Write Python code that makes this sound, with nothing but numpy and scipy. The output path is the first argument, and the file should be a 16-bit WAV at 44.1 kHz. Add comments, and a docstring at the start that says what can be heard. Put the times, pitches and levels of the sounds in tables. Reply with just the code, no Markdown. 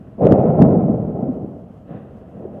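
"""A volcanic vent throws up a lava fountain, heard from far across an open mountainside.
A low rumble of filtered noise runs throughout, under a faint first blast that is already under way.
Then come the loudest blasts, close together: lumpy noise makes a boom and a roar, smooth noise a hiss of spray.
Short swinging pulses thud inside them as pressure fronts, and the hardest overload the recorder.
Weaker blasts follow, and the last two fade only slowly."""
import sys
import numpy as np
from scipy import signal
from scipy.fft import rfft, irfft
from scipy.io import wavfile

SR = 44100
rng = np.random.default_rng(int(sys.argv[2]) if len(sys.argv) > 2 else 0)


def to_wav(sig):
    """Store sig (one row per channel, or 1-D mono) as 16-bit WAV at the path in sys.argv[1].

    Samples outside -1..1 are clipped; the rate is SR.
    """
    pcm = np.clip(np.atleast_2d(sig), -1, 1) * 32767
    pcm = np.round(pcm).astype(np.int16)
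    wavfile.write(sys.argv[1], SR, pcm.T)  # frames by channels


N = 114660  # length in samples

# Low noise of the crater and open air, as a spectrum: pitch_hz, level_db (per Hz, relative)
RUMBLE_SPECTRUM = [(20, -10.5), (40, -3), (62, 3), (100, 3), (190, -2), (280, -17), (450, -19), (650, -7),
                   (800, -17.5), (950, -21), (1300, -24), (1700, -33), (2300, -37.5), (3100, -37),
                   (3700, -48), (6000, -49.5), (13000, -53.5)]
# Gas blasts: start_s, rise_s, hold_s, fall_db_per_s, boom_db, roar_db, spray_db
GAS_BLASTS = [(-.2, 0.018, 0.3, 24, -41, -51.5, -66), (0.178, 0.07, 0.078, 36.5, -14, -13, -49.5),
              (0.437, 0.02, .05, 69.5, -19.5, -19, -63.5), (0.569, .03, 0.056, 86, -11, -12.5, -67.5),
              (0.711, .018, 0.14, 29.5, -17.5, -24.5, -62.5), (1.056, 0.15, 0.056, 67, -25.5, -28, -73.5),
              (1.377, .03, 0.076, 93, -31.5, -40, -72), (1.843, 0.081, 0.044, 100, -35.5, -37.5, -53.5),
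              (2.005, .05, .08, 2, -42.5, -46, -64.5), (2.32, 0.079, 0.058, 1, -37.5, -37.5, -72)]
# Spectra of the three parts of a blast: pitch_hz, level_db (per Hz, relative)
BOOM_SPECTRUM = [(20, -51), (40, -28.5), (62, -16.5), (100, -8), (150, -4.5), (200, -1), (250, -6),
                 (320, -11), (500, -32), (900, -62), (2000, -91)]
ROAR_SPECTRUM = [(60, -25), (180, -18), (300, -0.5), (400, 2), (470, 3.5), (520, 1.5), (640, 0.5),
                 (790, -6.5), (910, -19.5), (1050, -19), (1150, -29), (1300, -24.5), (1600, -40.5),
                 (2200, -45), (3200, -61), (4500, -83)]
SPRAY_SPECTRUM = [(400, -8.5), (1000, 5.5), (1500, 2.5), (1950, -1), (2250, -11.5), (2650, -4), (3150, -15),
                  (3600, -14.5), (5000, -40), (9000, -48)]
# Pressure fronts from bursting gas pockets: middle_s, peak_db (before clipping), pitch_hz, half_length_s
PRESSURE_FRONTS = [(.2547, .6, 400, .0019), (.270, .8, 510, .002), (.314, 1.2, 220, .0025),
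                   (.3232, 3.2, 380, .0016), (.330, 1.5, 190, .0032), (.604, .5, 170, .004),
                   (.6212, 2.8, 230, .0024), (.6258, 3, 190, .0028), (.6325, .2, 210, .003),
                   (.212, -8, 560, .002), (.667, -7, 190, .005), (.681, -6, 190, .004),
                   (.741, -6, 330, .003), (.773, -7, 190, .005), (.863, -10, 160, .005),
                   (.902, -6, 230, .0035), (1.233, -12, 190, .004), (1.302, -14, 250, .014),
                   (1.375, -23, 220, .008), (1.446, -20, 330, .003), (1.913, -25, 190, .005),
                   (1.953, -23, 170, .005), (2.456, -21, 410, .005)]

RUMBLE_DB, RUMBLE_SWAY_DB, RUMBLE_SWAY_HZ = -45.5, -1.0, 8
# Small bursts make the rush lumpy: average rate, spread of their sizes, share of the power
POPS_PER_S, POP_SPREAD_DB, POP_SHARE = 900, 2.5, 0.48
SURGE_HZ, SURGE_DB = 26, 0.75  # turbulence shakes the whole jet
FRONT_GLIDE = 0.11  # share by which a front's pitch sags over its half length
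FRONT_CLEARS = 0.85  # share of the rush that gives way to a front of full strength
CEILING = 0.97  # full scale of the recorder
LOW_CUT_HZ, TOP_EDGE_HZ = 50, 14100


def amp(db):
    """Turns decibels into gain."""
    return 10 ** (np.asarray(db) / 20)


def evened(x):
    """Scales a sound to an average strength (rms) of one."""
    return x / np.sqrt(np.mean(x ** 2) + 1e-20)


def coloured(x, spectrum):
    """Filters a sound with the spectrum of a table, at an rms of one."""
    table_hz, table_db = np.transpose(spectrum)
    f = np.fft.rfftfreq(N, 1 / SR)
    level_db = np.interp(np.log(f + 1), np.log(table_hz), table_db)
    return evened(irfft(rfft(x) * amp(level_db), N))


def wander(rate_hz):
    """Random drift, mostly up to about the given rate, at an rms of one."""
    f = np.fft.rfftfreq(N, 1 / SR) / rate_hz
    noise = rng.standard_normal(N)
    return evened(irfft(rfft(noise) * f * np.exp(-f ** 2), N))


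def rumble():
    """The low noise of the crater and the open air, swaying slightly in level."""
    level_db = RUMBLE_DB + RUMBLE_SWAY_DB * wander(RUMBLE_SWAY_HZ)
    return amp(level_db) * coloured(rng.standard_normal(N), RUMBLE_SPECTRUM)


def turbulence():
    """Churning gas: a dense stream of small pressure pops of either sign over a smooth rush."""
    size = amp(POP_SPREAD_DB * np.minimum(rng.exponential(1, N), 3))
    sign = rng.choice([-1, 1], N)
    happens = rng.random(N) < POPS_PER_S / SR
    pops = evened(size * sign * happens)
    rush = rng.standard_normal(N)
    # square roots, because the share is one of power
    return np.sqrt(POP_SHARE) * pops + np.sqrt(1 - POP_SHARE) * rush


def blasts():
    """Each gas blast swells, holds and dies away; their powers add in the boom, the roar and the spray."""
    t = np.arange(N) / SR
    power = np.zeros((3, N))
    for start, rise, hold, fall, *levels_db in GAS_BLASTS:
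        age = t - start
        swell = np.clip(age / rise, 0, 1)
        decay = amp(-fall * np.maximum(age - rise - hold, 0))
        power += (amp(levels_db)[:, None] * swell * decay) ** 2
    boom_level, roar_level, spray_level = np.sqrt(power)
    boom = boom_level * coloured(turbulence(), BOOM_SPECTRUM)
    roar = roar_level * coloured(turbulence(), ROAR_SPECTRUM)
    spray = spray_level * coloured(rng.standard_normal(N), SPRAY_SPECTRUM)
    surge = amp(SURGE_DB * wander(SURGE_HZ))
    return (boom + roar + spray) * surge


def fronts():
    """Distance rounds each pressure front into a dull thud; returns the thuds and their strength (0-1)."""
    t = np.arange(N) / SR
    thuds, passing = np.zeros(N), np.zeros(N)
    for middle, peak_db, hz, half in PRESSURE_FRONTS:
        u = (t - middle) / half  # time counted in half lengths
        swell = np.exp(-u ** 2)
        # the squared term makes the pitch sag as the front passes
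        swings = np.cos(2 * np.pi * hz * half * (u - FRONT_GLIDE * u ** 2 / 2))
        thuds += amp(peak_db) * swell * swings
        passing = np.maximum(passing, min(amp(peak_db), 1) * swell)
    return thuds, passing


def scene():
    """Adds rumble, blasts and fronts; the rush of the blasts gives way while a strong front passes."""
    thuds, passing = fronts()
    rush = blasts() * (1 - FRONT_CLEARS * passing)
    return (rumble() + rush + thuds)[None]


def record(dry):
    """The recorder cuts peaks beyond full scale flat, so they crackle; then it trims the lows and the top."""
    f = np.fft.rfftfreq(N, 1 / SR)
    clipped = np.clip(dry, -CEILING, CEILING)
    low_cut = f ** 2 / np.hypot(f ** 2, LOW_CUT_HZ ** 2)
    trimmed = irfft(rfft(clipped) * low_cut, N)
    lowpass = signal.firwin(511, TOP_EDGE_HZ, window=("kaiser", 9), fs=SR)
    return signal.oaconvolve(trimmed, lowpass[None], "same")


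dry = scene()
out = record(dry)
to_wav(out)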